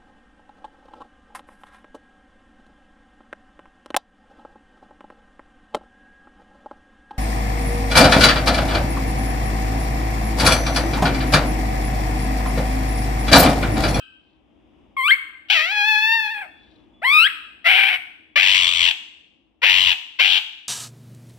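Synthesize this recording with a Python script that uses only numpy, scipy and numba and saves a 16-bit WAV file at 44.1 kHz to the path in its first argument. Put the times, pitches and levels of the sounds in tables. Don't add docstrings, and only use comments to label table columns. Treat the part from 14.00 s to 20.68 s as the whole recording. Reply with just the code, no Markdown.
import sys
import numpy as np
from scipy import signal
from scipy.fft import rfft, irfft
from scipy.io import wavfile
from scipy.ndimage import uniform_filter1d, minimum_filter1d, map_coordinates
from numba import njit

SR = 44100
rng = np.random.default_rng(int(sys.argv[2]) if len(sys.argv) > 2 else 0)


def int16_out(signal):
    q = np.round(np.clip(np.atleast_2d(signal).T, -1, 1) * 32767)
    wavfile.write(sys.argv[1], SR, q.astype(np.int16))


N = 294588
TIME = np.arange(N) / SR
TOP_HZ = 15750


def undb(db):
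    return 10 ** (np.asarray(db) / 20)


def during(start, end):
    return TIME[max(int(start * SR), 0):int(end * SR)]


def curves(table, t):
    times, *columns = np.transpose(table)
    return [np.interp(t, times, column) for column in columns]


def over_hz(points, hz):
    frequencies, values = np.transpose(points)
    return np.interp(np.log(hz + 1), np.log(frequencies), values)


def unit(x):
    return x / np.sqrt(np.mean(x ** 2) + 1e-18)


def steady(x, size):
    return x / np.sqrt(np.abs(uniform_filter1d(x ** 2, size=size)) + 1e-14)


def wander(size, rate):
    steps = np.arange(size) * rate / SR
    knots = rng.standard_normal(int(steps[-1]) + 3)
    return unit(map_coordinates(knots, [steps], order=3, mode="nearest"))


def butterworth(x, order, hz, kind):
    return signal.sosfilt(signal.butter(order, hz, kind, fs=SR, output="sos"), x)


def colour(x, points, size=1024):
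    cepstrum = irfft(np.log(undb(over_hz(points, np.fft.rfftfreq(size, 1 / SR)))))
    cepstrum[1:size // 2] *= 2
    cepstrum[size // 2 + 1:] = 0
    return signal.fftconvolve(x, irfft(np.exp(rfft(cepstrum))))[:len(x)]


@njit
def resonance(x, hz, width_hz):
    y, band, low = np.empty(len(x)), 0., 0.
    for i in range(len(x)):
        step, damping = np.tan(np.pi * hz[i] / SR), width_hz / hz[i]
        velocity = (band + step * (x[i] - low)) / (1 + step * (step + damping))
        band, low = 2 * velocity - band, low + 2 * step * velocity
        y[i] = damping * velocity
    return y


def room_air(drone_hz=318.0, drone_width_hz=3.2):
    # (frequency [Hz], relative spectral level [dB])
    spectrum = [(15, -58.5), (25, -32), (49, -3), (146, -18.5), (309, -6.5), (415, -19), (769, -21),
                (1210, -29), (1460, -35.5), (1760, -35.5), (2780, -29.5), (3440, -32), (4260, -54),
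                (4870, -49), (15000, -70)]
    # (time [s], relative level [dB])
    swell = [(0, -71), (.8, -60.5), (1.3, -68.5), (2.35, -67.5), (2.8, -60.5), (3.3, -66.5), (4.5, -69.5),
             (5.1, -70.5), (6.68, -76)]
    mid, side = (colour(rng.standard_normal(N), spectrum, size=8192) for _ in range(2))
    mid = mid + undb(2) * resonance(mid, np.full(N, drone_hz), drone_width_hz)
    low_band = butterworth(mid, 4, [150, 450], "band")
    level_db, = curves(swell, TIME)
    stereo = (mid + undb(-3) * side * np.array([[1], [-1]])) * undb([[2], [-2]])
    return stereo / np.std(low_band) * undb(level_db + 3)


def thin_whistles(fade_s=0.013, waver_db=4.5, drift=.003):
    # (start [s], length [s], pitch [Hz], level [dB])
    whistles = [(2.501, .36, 3425, -63.5), (2.93, 0.14, 3440, -59), (4.108, 0.31, 3380, -66)]
    out = 0
    for start, length, hz, db in whistles:
        gate = np.clip(np.minimum(TIME - start, start + length - TIME) / fade_s, 0, 1)
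        phase = 2 * np.pi * np.cumsum(hz * (1 + drift * wander(N, 25))) / SR
        out = out + gate * undb(db + waver_db * wander(N, 14)) * np.sin(phase)
    return out


def feathers(hz=3630.0, width_hz=1200.0):
    # (time [s], half length [s], level [dB])
    rustles = [(0.294, .08, -75), (2.706, 0.13, -65.5)]
    swell = sum(undb(db) * np.exp(-((TIME - at) / half) ** 2) for at, half, db in rustles)
    grains = rng.standard_normal(N) * undb(2.2 * wander(N, 140))
    centre = np.full(N, hz)
    return swell * unit(resonance(resonance(grains, centre, width_hz), centre, width_hz))


def room_response(build_s=0.0044, early_db=4, early_s=0.025):
    # (frequency [Hz], time to fall 60 dB [s])
    t60 = [(300, 0.25), (1000, 0.6546), (3000, 0.7746), (6000, 0.69), (14000, 0.45)]
    # (frequency [Hz], relative level [dB])
    echo_levels = [(300, -4), (1000, -5.5), (2000, -11), (3000, -11), (5000, -12), (8000, -6.5),
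                   (14000, -5.5)]
    hz, t, cells = signal.stft(rng.standard_normal((2, SR)), SR, nperseg=256)
    decay = np.exp(-np.log(1000) * t / over_hz(t60, hz)[:, None])
    decay = decay * (1 - np.exp(-(t / build_s) ** 2)) * (1 + undb(early_db) * np.exp(-t / early_s))
    decay = decay / np.sqrt(np.mean(decay ** 2, axis=1, keepdims=True) * SR)
    response = signal.istft(cells * decay * undb(over_hz(echo_levels, hz))[:, None], SR)[1]
    return response * undb([[2], [-2]])


def cage_wires(x):
    # (frequency [Hz], time to fall 60 dB [s], gain at resonance [dB])
    modes = [(2550, 1.1, -32), (3030, 1.2, -24), (3300, 1.3, -21)]
    out = 0
    for hz, t60, db in modes:
        radius = np.exp(-np.log(1000) / (t60 * SR))
        pole = radius * np.exp(2j * np.pi * hz / SR)
        out = out + undb(db) * 2 * (1 - radius) * signal.lfilter([1], [1, -pole], x).real
    return out


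def ports(x):
    # (frequency [Hz], left minus right [dB])
    balance = [(90, 24.5), (300, 2.5), (1600, 2), (2500, 6.5), (3400, 14.5), (5800, 7.5), (7000, 3),
               (8500, -10.5), (10500, -7), (12700, 0), (15000, -27.5)]
    # (frequency [Hz], lead of the left [rad])
    lead = [(300, -0.1), (1500, -0.87), (2700, -1.7), (3700, 1.29), (5300, 0.88), (6500, -3), (15000, -0.5)]
    hz = np.fft.rfftfreq(N, 1 / SR)
    ratio = undb(over_hz(balance, hz)) * np.exp(1j * over_hz(lead, hz))
    right = 2 / (1 + np.abs(ratio))
    return irfft(rfft(x) * right * np.array([ratio, np.ones_like(ratio)]), N)


def syrinx(hz, tilt_db):
    phase = 2 * np.pi * np.cumsum(hz) / SR
    return sum(undb(tilt_db * min(k - 1, 5)) * np.cos(k * phase) * (k * hz < TOP_HZ)
               for k in range(1, 30))


def beak(source, hz, rough, calm_db=4, harsh_db=12, width_hz=1304.0):
    ringing = resonance(resonance(source, hz, width_hz), hz, width_hz)
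    return source + undb(calm_db + harsh_db * rough) * ringing


def call(t, hz, level_db, beak_hz, tilt_db, rough, sizzle_db, flutter_depth=0, flutter_hz=0,
         hiss_db=-36, tremor=.005, waver_db=0.96, edge_s=0.0032):
    # (frequency [Hz], gain [dB])
    throat = [(250, -47.5), (500, -24), (800, -12.5), (1250, -9.5), (1750, -5.5), (2600, -6.5),
              (3400, -5.5), (4300, -9), (5600, -18), (7000, -24), (8200, -14), (9500, -31.5),
              (11500, -25.5), (15500, -32)]
    # (time [s], half length [s])
    catches = [(4.418, 0.0036), (4.439, 0.0009), (4.903, 0.005)]
    n = len(t)
    flutter_phase = 2 * np.pi * np.cumsum(flutter_hz * (1 + 0.034 * wander(n, 70))) / SR
    flutter = flutter_depth * np.cos(flutter_phase)
    opening = undb(20 * flutter)
    opening = opening / (1 + 0.81 * opening)
    jitter = (0.0032 + 0.099 * rough) * wander(n, 700)
    hz = hz * (1 + 0.15 * flutter + jitter + tremor * wander(n, 90))
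    tone = steady(syrinx(hz, tilt_db), size=512)
    air = (undb(hiss_db) + undb(-10) * rough ** 2) * rng.standard_normal(n)
    shimmer = 1 + 0.61 * rough * wander(n, 900)
    source = opening * (tone * shimmer + air)
    voice = colour(beak(source, beak_hz * (1 + .03 * wander(n, 40)), rough), throat)
    body, sizzle = (steady(butterworth(voice, 6, 7600, kind), size=960) for kind in ("low", "high"))
    puffs = butterworth(np.maximum(flutter, 0) ** 3, 1, [60, 125], "band")
    purr = 3 * undb(-37) * puffs * (1 + 0.55 * wander(n, 180))
    voice = body + undb(sizzle_db) * sizzle + purr
    gate = np.clip(np.minimum(t - t[0], t[-1] - t) / edge_s, 0, 1)
    for at, half in catches:
        gate = gate * (1 - .9 * np.exp(-((t - at) / half) ** 4))
    out, first = np.zeros(N), round(t[0] * SR)
    out[first:first + n] = voice * gate * undb(level_db + waver_db * wander(n, 60.05))
    return out


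def chirp(contour, added_tilt_db, rough, sizzle_db, whistle_hz=1400, onset_s=0.03):
    t = during(contour[0][0], contour[-1][0])
    hz, level_db = curves(contour, t)
    onset = np.exp(-(t - t[0]) / onset_s)
    thinning_db = 24 * np.maximum(np.log2(hz / whistle_hz), 0)
    tilt_db = -4.5 + added_tilt_db - 9 * onset - thinning_db
    sizzle_db = sizzle_db - 8 * onset - 0.51 * thinning_db
    beak_hz = np.clip(2 * hz, 2214, 2860)
    return call(t, hz, level_db, beak_hz, tilt_db, rough * hz / whistle_hz, sizzle_db,
                hiss_db=-23, waver_db=.5, edge_s=0.003)


def whine(burst_at_s=1.499, rise_s=.004, settle_s=0.2, closing_s=0.058, fray_s=.07):
    # (time [s], pitch [Hz])
    pitch = [(1.485, 695), (1.522, 857), (1.545, 690.5), (1.595, 602), (1.655, 666), (1.725, 844),
             (1.83, 817), (1.884, 870.5), (1.96, 845.5), (2.058, 876), (2.146, 914.5), (2.29, 836.5),
             (2.318, 902.5), (2.37, 828), (2.41, 848.5), (2.47, 608.5)]
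    # (time [s], relative level [dB])
    envelope = [(1.502, -15), (1.518, -14.5), (1.696, -26.5), (1.894, -17.5), (2.018, -20.5), (2.042, -19),
                (2.204, -21.5), (2.224, -24), (2.41, -36), (2.42, -31), (2.47, -53)]
    t = during(pitch[0][0], pitch[-1][0])
    (hz,), (level_db,) = curves(pitch, t), curves(envelope, t)
    age = t - burst_at_s
    lead_in = np.clip(.5 - age / rise_s, 0, 1)
    burst = np.exp(-(age / settle_s) ** 2)
    gape = np.exp(-(age / closing_s) ** 2)
    fray = np.exp((t - t[-1]) / fray_s)
    rough = 0.015 + 0.4 * burst + .7 * fray
    tilt_db = -2.03 + 2 * burst - 11.5 * fray
    level_db = level_db + 2.5 - 1.5 * gape - 28.5 * lead_in
    beak_hz = 2240 + 649 * gape
    return call(t, hz, level_db, beak_hz, tilt_db, rough, sizzle_db=-28,
                flutter_depth=.35 * gape, flutter_hz=117.5, tremor=0.0054, edge_s=0.0015)


def squawk(start, length, db, attack_s, fade_db, break_s, crest, opening_hz, top_hz, widest_hz, tilt_db,
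           flutter_hz, flutter_depth, sizzle_db, slack_hz=727.4, strain_hz=971, release_s=0.021):
    t = during(start, start + length)
    age = t - t[0]
    progress = age / length
    slack = np.maximum(1 - progress / crest, (progress - crest) / (1 - crest)) ** 1.3
    broken = .5 + .5 * np.tanh((age - break_s) / 0.0067)
    driven_hz = top_hz + slack * (slack_hz - top_hz)
    hz = opening_hz + broken * (driven_hz - opening_hz)
    rough = 0.35 + 0.37 * broken
    depth = flutter_depth * broken * (1 - 0.63 * slack ** 2)
    beak_hz = widest_hz * (1 - 0.14 * (1 - progress / crest) ** 2 / np.maximum(progress / crest, 1))
    attack_db = 23.5 * np.maximum(1 - age / attack_s, 0)
    release_db = 19 * np.maximum(1 - (length - age) / release_s, 0)
    strain_db = 0.086 * np.maximum(hz - strain_hz, 0)
    level_db = db - fade_db * progress ** 2 - attack_db - release_db - strain_db
    tilt_db = tilt_db + 4 * depth
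    return call(t, hz, level_db, beak_hz, tilt_db, rough, sizzle_db,
                flutter_depth=depth, flutter_hz=flutter_hz * (1 - .13 * progress))


def scene(opens_s=0.4):
    # (time [s], pitch [Hz], level [dB])
    earlier_contour = [(0, 1237, -10), (.12, 1313, -13.5), (.16, 1518, -19), (.25, 1575, -17.5)]
    # (time [s], pitch [Hz], level [dB])
    contours = [
        [(.966, 1097, -22.5), (1.022, 1027, -21.5), (1.072, 1213, -16), (1.091, 1548, -16), (1.107, 1608, -11),
         (1.112, 2060, -9), (1.123, 2141, -7.5), (1.152, 2276, -24)],
        [(3.018, 590, -33.5), (3.052, 1000, -15.5), (3.12, 1172, -14.5), (3.148, 1235, -11.5),
         (3.18, 1255, -10.5), (3.23, 1389, -11.5), (3.268, 1684, -14.5), (3.28, 2250, -19.5)],
    ]
    # (added tilt [dB per harmonic], base roughness [0-1], base sizzle [dB])
    timbres = [(-1.5, 0, -22.5), (1.5, 0.12, -24)]
    # (start [s], length [s], level [dB], attack [s], fade by the end [dB], break after [s],
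    # crest of effort [share of length], opening pitch [Hz], top pitch [Hz], widest beak resonance [Hz],
    # base tilt [dB per harmonic], starting flutter rate [Hz], flutter depth [1], sizzle [dB])
    squawks = [(3.642, 0.34, -10, 0.023, 13.5, 0.037, 0.44, 677.3, 787.6, 2546, -2.5, 131.4, 0.083, -27),
               (4.357, 0.57, -11.5, 0.0013, 2.5, .022, .68, 581.8, 1069, 2777, -1.5, 96.87, 1.145, -29.5),
               (5.617, .33, -9, 0.019, 6.5, 0.025, .7, 472.6, 954, 2792, -2.5, 97.85, 1.11, -28),
               (6.187, 0.21, -10.5, 0.014, 2.5, 0.018, 0.75, 504.4, 807, 2865, -1, 100, .6, -29)]
    bird = sum(chirp(contour, *timbre) for contour, timbre in zip(contours, timbres))
    bird = bird + whine() + sum(squawk(*row) for row in squawks)
    room = room_response()

    def ring(x):
        return signal.fftconvolve(x[None], room, axes=1)[:, :N] + ports(cage_wires(x))

    echo = ring(bird)
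    earlier = chirp(earlier_contour, added_tilt_db=3.5, rough=0.18, sizzle_db=-24.5)
    tail = ring(earlier)[:, int(opens_s * SR):]
    echo[:, :tail.shape[1]] += tail
    return ports(bird + feathers()) + echo + thin_whistles() + room_air()


def record(dry, ceiling=.88, low_cut_hz=58.):
    x = butterworth(dry, 2, low_cut_hz, "high")
    gain = np.minimum(1, ceiling / (np.abs(x).max(axis=0) + 1e-9))
    gain = uniform_filter1d(minimum_filter1d(gain, size=221), size=221)
    return signal.sosfilt(signal.ellip(10, .2, 80, TOP_HZ, fs=SR, output="sos"), x * gain)


dry = scene()
out = record(dry)
int16_out(out)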